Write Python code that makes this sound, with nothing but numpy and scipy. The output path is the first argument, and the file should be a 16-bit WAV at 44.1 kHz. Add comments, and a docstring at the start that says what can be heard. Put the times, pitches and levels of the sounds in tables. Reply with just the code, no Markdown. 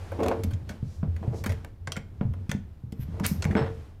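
"""A small workshop, one microphone close to the bench, where an air hose is coupled to an air tool.
First the tool is dragged nearer and bumps on the booming bench top. The steel coupler taps and clicks
on the plug; around 3 s the seal leaks briefly, then the plug slides home and the coupler snaps shut
with a puff of air. Last, the tool is scraped off the bench and lifted, ringing faintly.
Sleeves and hose rustle throughout, over a low hum and the room's short echo."""
import sys
import numpy as np
from scipy import signal
from scipy.fft import rfft, irfft
from scipy.io import wavfile

SR = 44100
rng = np.random.default_rng(int(sys.argv[2]) if len(sys.argv) > 2 else 0)


def wrap_up_sound(samples):
    """Save the sound to the file named by the first command line argument, as 16-bit audio."""
    columns = np.atleast_2d(samples).T
    # keep every value between -1 and 1, then stretch to whole-number steps
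    tamed = np.clip(columns, -1, 1)
    steps = np.round(tamed * 32767).astype(np.int16)
    wavfile.write(sys.argv[1], SR, steps)


N = 176400
TIME = np.arange(N) / SR

# modes of the steel coupler, damped by the hand: f/Hz, level/dB, t60/s
COUPLER_MODES = [(576, 14, 0.023), (1073, 4, 0.0083), (1490, 18, 0.035), (1767, 14, 0.0067),
                 (2085, 9.5, 0.019), (3205, 11.5, 0.025), (3635, 1.5, 0.07), (4550, 8, 0.028),
                 (5250, -1, 0.013), (6190, 5.5, 0.024), (6990, 7, 0.062), (11170, 0, 0.013)]
# edges of the four bands that colour a contact: f/Hz
CONTACT_EDGES = [300, 1200, 2500, 8800, 17000]
GRIP_SPREAD_DB, GRIP_DETUNE, GRIP_MAX_T60_S = 4.5, 0.055, .04
FIRST_IMPACT, REBOUNDS_PER_S = 3.24, 14000


def contact(bands_db, decay_s):
    """A hard impact and a run of tiny rebounds ring the coupler; the grip alters each touch's ring."""
    t = TIME[:SR // 8]
    force = rng.standard_normal(len(t)) * (rng.random(len(t)) < REBOUNDS_PER_S / SR)
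    force *= np.exp(-t / decay_s)
    force[0] = FIRST_IMPACT
    modes = [(hz * (1 + GRIP_DETUNE * rng.uniform(-1.02, 1)),
              db + GRIP_SPREAD_DB * rng.normal(),
              min(t60, GRIP_MAX_T60_S)) for hz, db, t60 in COUPLER_MODES]
    steel = force + resonate(force, modes)
    click = sum(from_db(db) * unit_rms(band(steel, low, high, order=3))
                for db, low, high in zip(bands_db, CONTACT_EDGES, CONTACT_EDGES[1:]))
    return click * np.sqrt(.004 * SR / len(t))  # a band's level is its energy as an rms over 4 ms


# bright steel clicks of the coupler, and dull knocks and catches of the tool on the bench:
# t/s, level/dB in each of the four contact bands (low to high), chatter decay/s
TAPS_AND_KNOCKS = [(0.119, -35, -42, -58, -55, 0.0056), (0.233, -29.5, -34, -38, -47, 0.0089),
                   (0.262, -31, -36, -42, -52, 0.005), (0.284, -31, -37, -35, -42, 0.002),
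                   (0.3133, -23, -33, -51, -64, 0.0081), (0.436, -44, -50, -38, -39.5, 0.0051),
                   (0.508, -47, -44, -51, -54, 0.013), (0.535, -65, -49, -47, -60, 0.0063),
                   (0.692, -40.5, -35, -41, -49, 0.012), (1.030, -37.5, -50, -78, -86, 0.0019),
                   (1.164, -55, -45.5, -54, -59.5, 0.0056), (1.228, -48, -66, -81, -80, 0.0054),
                   (1.4395, -37.5, -34, -41, -43.5, 0.0067), (1.461, -33, -28.5, -35.5, -39, 0.0074),
                   (1.494, -37.5, -33.5, -41.5, -48, 0.019), (1.520, -50, -39, -45.5, -50.5, 0.0069),
                   (1.647, -46, -41, -49, -54.5, 0.0025), (1.8732, -37.5, -30, -39.5, -57, 0.0047),
                   (1.9204, -43.5, -37.5, -29.5, -45, 0.0043), (1.958, -47, -39, -60, -71, 0.004),
                   (1.966, -41, -31.5, -39, -51, 0.0075), (2.2111, -34.5, -39.5, -76, -99, 0.0013),
                   (2.337, -49.5, -49, -59.5, -64, 0.0034), (2.494, -50, -38, -40, -54, 0.0089),
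                   (2.5153, -39, -27, -31.5, -43, 0.0029), (2.9231, -54, -52, -50.5, -55.5, 0.0056),
                   (3.1985, -36, -39.5, -46.5, -51, 0.0045), (3.4229, -38, -32.5, -31.5, -50, 0.0079),
                   (3.4427, -45.5, -33.5, -37, -54, 0.0025), (3.452, -41, -30.5, -42.5, -46, 0.0024),
                   (3.51, -50, -34, -49, -58, 0.011), (3.5522, -26.5, -26, -49, -60, 0.001)]
RATTLE_DB, RATTLE_FALL_DB_PER_S = -3.5, 344


def taps_and_knocks():
    """The coupler clicks, the tool knocks and catches; the low part of each rattles on in the bench."""
    out, t = np.zeros(N), TIME[:SR // 5]
    fade = from_db(-RATTLE_FALL_DB_PER_S * t)
    for s, *bands_db, decay_s in TAPS_AND_KNOCKS:
        rattle = unit_rms(band(rng.standard_normal(len(t)), 280, 800)) * fade
        add(out, s, contact(bands_db, decay_s))
        add(out, s, from_db(bands_db[0] + RATTLE_DB) * rattle)
    return out


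# air leaking past the seal, then spitting past the plug: t/s, level/dB
LEAK_LEVEL = [(2.94,-84),(2.985,-72),(3.01,-54),(3.035,-53),(3.06,-81),(3.09,-81)]
SPIT_LEVEL = [(3.232,-56),(3.242,-33.5),(3.256,-28.5),(3.262,-29.5),(3.270,-50)]
# their spectra: f/Hz, relative level/dB
LEAK_SPECTRUM = [(1500,0.5),(3300,-5.5),(6500,-13),(8500,-18),(11000,-7),(12300,5),(13400,-3),(15000,-13)]
SPIT_SPECTRUM = [(500,-9),(1000,-6.5),(1700,-0.5),(2600,-8),(5000,-10.5),(13000,-27.5)]
FLUTTER_BAND_HZ, FLUTTER_DEPTH = (150, 600), 0.23


def escaping_air():
    """The seal hisses briefly, then air spits roughly as the entering plug opens the valve."""
    flutter = np.exp(FLUTTER_DEPTH * unit_rms(band(rng.standard_normal(N), *FLUTTER_BAND_HZ)))
    leak = envelope(LEAK_LEVEL) * noise(LEAK_SPECTRUM)
    spit = envelope(SPIT_LEVEL) * unit_rms(flutter * noise(SPIT_SPECTRUM))
    return leak + spit


# the locking sleeve's snap: level/dB in each of the four contact bands
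SNAP_BANDS = [-55, -44, -32, -22.5]
# the puff of air after it: f/Hz, relative level/dB
PUFF_SPECTRUM = [(900,-11),(1700,-12),(3500,-18.5),(5200,-7),(8000,-15),(11000,-16),(13000,-2.5),(15000,-18)]
SNAP_AT_S, SNAP_DECAY_S = 3.2652, 0.00075
PUFF_DB, PUFF_FALL_DB_PER_S, PUFF_ATTACK_S = -36, 204, .003


def latch():
    """The coupler's sleeve snaps forward and a puff of air dies away."""
    snap = np.zeros(N)
    add(snap, SNAP_AT_S, contact(SNAP_BANDS, SNAP_DECAY_S))
    t = np.maximum(TIME - SNAP_AT_S, 0)
    puff_gain = from_db(PUFF_DB - PUFF_FALL_DB_PER_S * t) * np.minimum(t / PUFF_ATTACK_S, 1)
    return snap + puff_gain * noise(PUFF_SPECTRUM)


# the tool's bumps: t/s, level/dB, f/Hz, decay/s
TOOL_BUMPS = [(0.446,-16.5,201,0.004), (0.473,-21,82.5,0.024), (0.528,-22.5,108.5,0.015),
              (0.702,-25.5,194,0.004), (0.828,-16,126,0.0079), (1.031,-14.5,155.4,0.0099),
              (1.079,-21,87,0.04), (1.215,-27,167,0.0089), (1.278,-15.5,124,0.014), (1.463,-17,206,0.004),
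              (1.499,-23,126,0.015), (1.875,-32.5,137,0.028), (1.972,-22.5,161,0.0073),
              (2.212,-10.5,164,0.0043), (2.253,-17,124.6,0.016), (2.3,-25,72.5,0.017),
              (2.493,-17,153,0.0072), (2.549,-14.5,174.6,0.005), (2.837,-27,127,0.017),
              (2.926,-18.5,175,0.0024), (2.994,-22.5,129,0.017), (3.085,-30.5,168.3,0.041),
              (3.206,-19.5,171.7,0.016), (3.228,-20.5,219,0.0064), (3.314,-15.5,170.4,0.014),
              (3.456,-16,156,0.017), (3.505,-19,194,0.01), (3.553,-10.5,202,0.0063),
              (3.614,-20.5,134.3,0.059)]
BUMP_ATTACK_S, BUMP_LOWPASS_HZ = 0.00085, 5800


def tool_bumps():
    """The tool bumps on the bench and in the hand, a few dull cycles each time."""
    thuds, t = np.zeros(N), TIME[:SR // 3]
    attack = 1 - np.exp(-t / BUMP_ATTACK_S)
    for s, db, hz, decay_s in TOOL_BUMPS:
        add(thuds, s, from_db(db) * np.sin(2 * np.pi * hz * t) * attack * np.exp(-t / decay_s))
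    return lowpass(thuds, BUMP_LOWPASS_HZ)


# the tool dragged over the bench, one curve per stroke: t/s, level/dB
DRAG_STROKES = [
    [(.115,-76),(.121,-37),(.15,-43),(.183,-45),(.194,-27.5),(.29,-28.5),(.33,-39),(.40,-39.5),(.45,-76)],
    [(1.228,-40),(1.26,-43),(1.318,-50.5),(1.330,-38.5),(1.39,-46.5),(1.43,-54)],
    [(3.13,-53),(3.21,-44.5),(3.39,-75),(3.46,-41.5),(3.54,-41)],
    [(3.55,-47),(3.567,-27),(3.68,-41),(3.76,-68)],
]
# scrape of its housing and of its hard nose: f/Hz, relative level/dB
HOUSING_SPECTRUM = [(200,-2),(330,6.5),(460,6.5),(900,-4),(1600,-21.5),(2400,-22.5),(4000,-38.5),(9000,-44.5)]
NOSE_SPECTRUM = [(800, 2.5), (1750, 0.5), (2500, -12), (3800, -14.5), (8000, -46)]
NOSE_DB, SLIPS_PER_S, SLIP_SPREAD_DB = -4.5, 1000, 4.5


def tool_drags():
    """The housing judders over the bench top; the hard nose adds grit to the last stroke."""
    housing = coloured(stick_slip(), HOUSING_SPECTRUM) * sum(map(envelope, DRAG_STROKES))
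    nose = coloured(stick_slip(), NOSE_SPECTRUM) * envelope(DRAG_STROKES[-1])
    return housing + from_db(NOSE_DB) * nose


def stick_slip():
    """Surfaces catch and let go: dense tiny impacts of uneven size."""
    sizes = from_db(SLIP_SPREAD_DB * np.minimum(rng.exponential(1, N), 2))
    signs = rng.choice([-1, 1], N)
    return sizes * signs * (rng.random(N) < SLIPS_PER_S / SR)


# modes of a steel part of the tool: f/Hz, level/dB, t60/s
LIFT_MODES = [(5292, -44, 0.19), (5322, -52, 0.4), (7950, -54.5, 0.25)]
LIFT_AT_S, LIFT_ATTACK_S = 3.563, 0.012


def lift_ring():
    """A steel part is rubbed into a thin ring as the tool leaves the bench."""
    t = np.maximum(TIME - LIFT_AT_S, 0)
    ring = sum(from_db(db - 60 * t / t60) * np.sin(2 * np.pi * hz * t) for hz, db, t60 in LIFT_MODES)
    return ring * np.minimum(t / LIFT_ATTACK_S, 1)


# modes of the workbench: f/Hz, relative level/dB, t60/s
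BENCH_MODES = [(68, -3, 0.38), (83.4, -1, 0.87), (95.3, -4.5, 0.16), (123, -15, 0.61), (150.5, -16, 1),
               (217.6, 2, 0.17), (240.6, -1, 0.16), (307, 1.5, 1), (450, 4, 0.35), (580, -17, 0.98)]
BOOM_DB = -2


def bench_boom(touches):
    """Whatever touches the bench sets its low modes booming."""
    return from_db(BOOM_DB) * resonate(touches, BENCH_MODES)


# passes of a cloth sleeve: t/s, level/dB, half-length/s
SLEEVE_PASSES = [(0.932,-63.5,0.058),(1.384,-56,0.031)]
# the cloth's hiss: f/Hz, relative level/dB
SLEEVE_SPECTRUM = [(3500,-3),(5800,1),(9000,-7.5),(14000,-16)]


def sleeve_swishes():
    """A sleeve brushes past: a bright hiss that swells and fades."""
    swells = sum(from_db(db) * np.exp(-.5 * ((TIME - s) / width) ** 2) for s, db, width in SLEEVE_PASSES)
    return swells * noise(SLEEVE_SPECTRUM)


# rustle and rumble of the work at the bench: t/s, level/dB
RUSTLE_LEVEL = [(0,-49),(.36,-52),(.66,-60),(.72,-50.5),(.81,-60),(1.05,-62.5),(1.28,-55.5),(1.43,-62),(1.54,-52),(1.75,-67),(2.42,-62),(2.9,-67.5),(3.15,-55),(3.55,-51),(3.85,-56.5),(4.1,-75)]
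RUMBLE_LEVEL = [(0,-42),(.25,-34.5),(.6,-33.5),(.78,-42.5),(1.5,-31),(1.8,-45.5),(2.4,-36),(2.8,-47),(3.15,-35),(3.6,-29.5),(3.8,-38.5),(4,-48.5)]
# their spectra: f/Hz, relative level/dB
RUSTLE_SPECTRUM = [(400,21),(2000,6),(3500,1),(5500,-3),(8000,-7.5),(12000,-12),(16000,-19)]
RUMBLE_SPECTRUM = [(40,-11),(90,12.5),(120,-4.5),(200,-10),(300,-17.5),(1000,-41.5),(3000,-59.5)]


def handling():
    """Sleeves and hose rustle over the low rumble of handling."""
    rustle = envelope(RUSTLE_LEVEL) * noise(RUSTLE_SPECTRUM)
    rumble = envelope(RUMBLE_LEVEL) * noise(RUMBLE_SPECTRUM)
    return rustle + rumble


# the workshop's echo: f/Hz, level/dB, t60/s
ECHO_BANDS = [(147,-5,0.28),(610,-9,0.18),(1620,-13,0.34),(4000,-10.5,0.27),(8000,-15.5,0.23),(15000,-15.5,.18)]
ECHO_DELAY_S = 0.0059


def workshop_echo(direct):
    """The room returns a diffuse tail just after the direct sound, each band dying at its own rate."""
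    t, edges = TIME[:SR * 2 // 3], np.geomspace(130, 17000, 10)
    hz, db, t60 = np.transpose(ECHO_BANDS)
    tail = 0
    for low, high in zip(edges, edges[1:]):
        log_centre = np.log(low * high) / 2
        band_db, band_t60 = (np.interp(log_centre, np.log(hz), column) for column in (db, t60))
        fade = from_db(-60 * t / band_t60) * (t > ECHO_DELAY_S)
        reflections = rng.standard_normal(len(t)) * fade / np.linalg.norm(fade)
        tail = tail + from_db(band_db) * band(reflections, low, high)
    return signal.fftconvolve(direct, tail)[:N]


# the workshop at rest: f/Hz, relative level/dB
ROOM_TONE_SPECTRUM = [(30,10.5),(45,-5),(90,-19),(140,-19),(400,-31),(1500,-41),(4000,-69),(15000,-45)]
ROOM_TONE_DB, HUM_DB, HUM_BAND_HZ = -52.5, -49, (87.83, 91.53)


def room_tone():
    """The room's own steady noise and a low, wavering hum."""
    hum = unit_rms(band(rng.standard_normal(N + SR), *HUM_BAND_HZ)[SR:])  # 1 s to settle
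    return from_db(ROOM_TONE_DB) * noise(ROOM_TONE_SPECTRUM) + from_db(HUM_DB) * hum


def from_db(db):
    """Decibels to gain."""
    return 10 ** (np.asarray(db) / 20)


def unit_rms(x):
    """Scale to rms 1."""
    return x / np.sqrt(np.mean(x ** 2) + 1e-20)


def envelope(curve):
    """Gain along a (t/s, level/dB) curve, silent outside it."""
    s, db = np.transpose(curve)
    return from_db(np.interp(TIME, s, db, left=-200, right=-200))


def band(x, low, high, order=2):
    """Causal band-pass, edges in Hz."""
    return signal.sosfilt(signal.butter(order, [low, high], "band", fs=SR, output="sos"), x + 1e-18)


def lowpass(x, hz, order=2):
    """Causal low-pass."""
    return signal.sosfilt(signal.butter(order, hz, fs=SR, output="sos"), x)


def coloured(x, spectrum):
    """Give a steady sound a (f/Hz, level/dB) spectrum that falls away at both ends; rms 1."""
    hz, db = np.transpose(spectrum)
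    f = np.maximum(np.arange(N // 2 + 1) * SR / N, 1)
    skirts = np.minimum(f / hz[0], 1) ** 2 * np.minimum(hz[-1] / f, 1) ** 2
    gain = from_db(np.interp(np.log(f), np.log(hz), db))
    return unit_rms(irfft(rfft(x) * skirts * gain, N))


def noise(spectrum):
    """Steady noise of a given spectrum; rms 1."""
    return coloured(rng.standard_normal(N), spectrum)


def resonate(x, modes):
    """Drive parallel resonances (f/Hz, peak gain/dB, t60/s)."""
    out = 0
    for hz, db, t60 in modes:
        radius = np.exp(-np.log(1000) / (t60 * SR))
        forward = np.array([1, 0, -1]) * (1 - radius ** 2) / 2
        feedback = [1, -2 * radius * np.cos(2 * np.pi * hz / SR), radius ** 2]
        out = out + from_db(db) * signal.lfilter(forward, feedback, x + 1e-18)
    return out


def add(track, s, x):
    """Mix a short sound in at s seconds."""
    start = max(int(s * SR), 0)
    track[start:start + len(x)] += x[:N - start]


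def scene():
    """At the bench: coupler, air and tool up close with their echo, rustle and room tone behind."""
    touches = tool_bumps() + tool_drags() + lift_ring() + taps_and_knocks()
    direct = touches + bench_boom(touches) + escaping_air() + latch()
    return (direct + workshop_echo(direct) + sleeve_swishes() + handling() + room_tone())[None]


def record(dry):
    """The microphone fades above 14.5 kHz and is cut steeply at 16 kHz."""
    softened = lowpass(dry, 14500, order=5)
    return signal.sosfilt(signal.ellip(10, .1, 80, 16000, fs=SR, output="sos"), softened)


dry = scene()
out = record(dry)
wrap_up_sound(out)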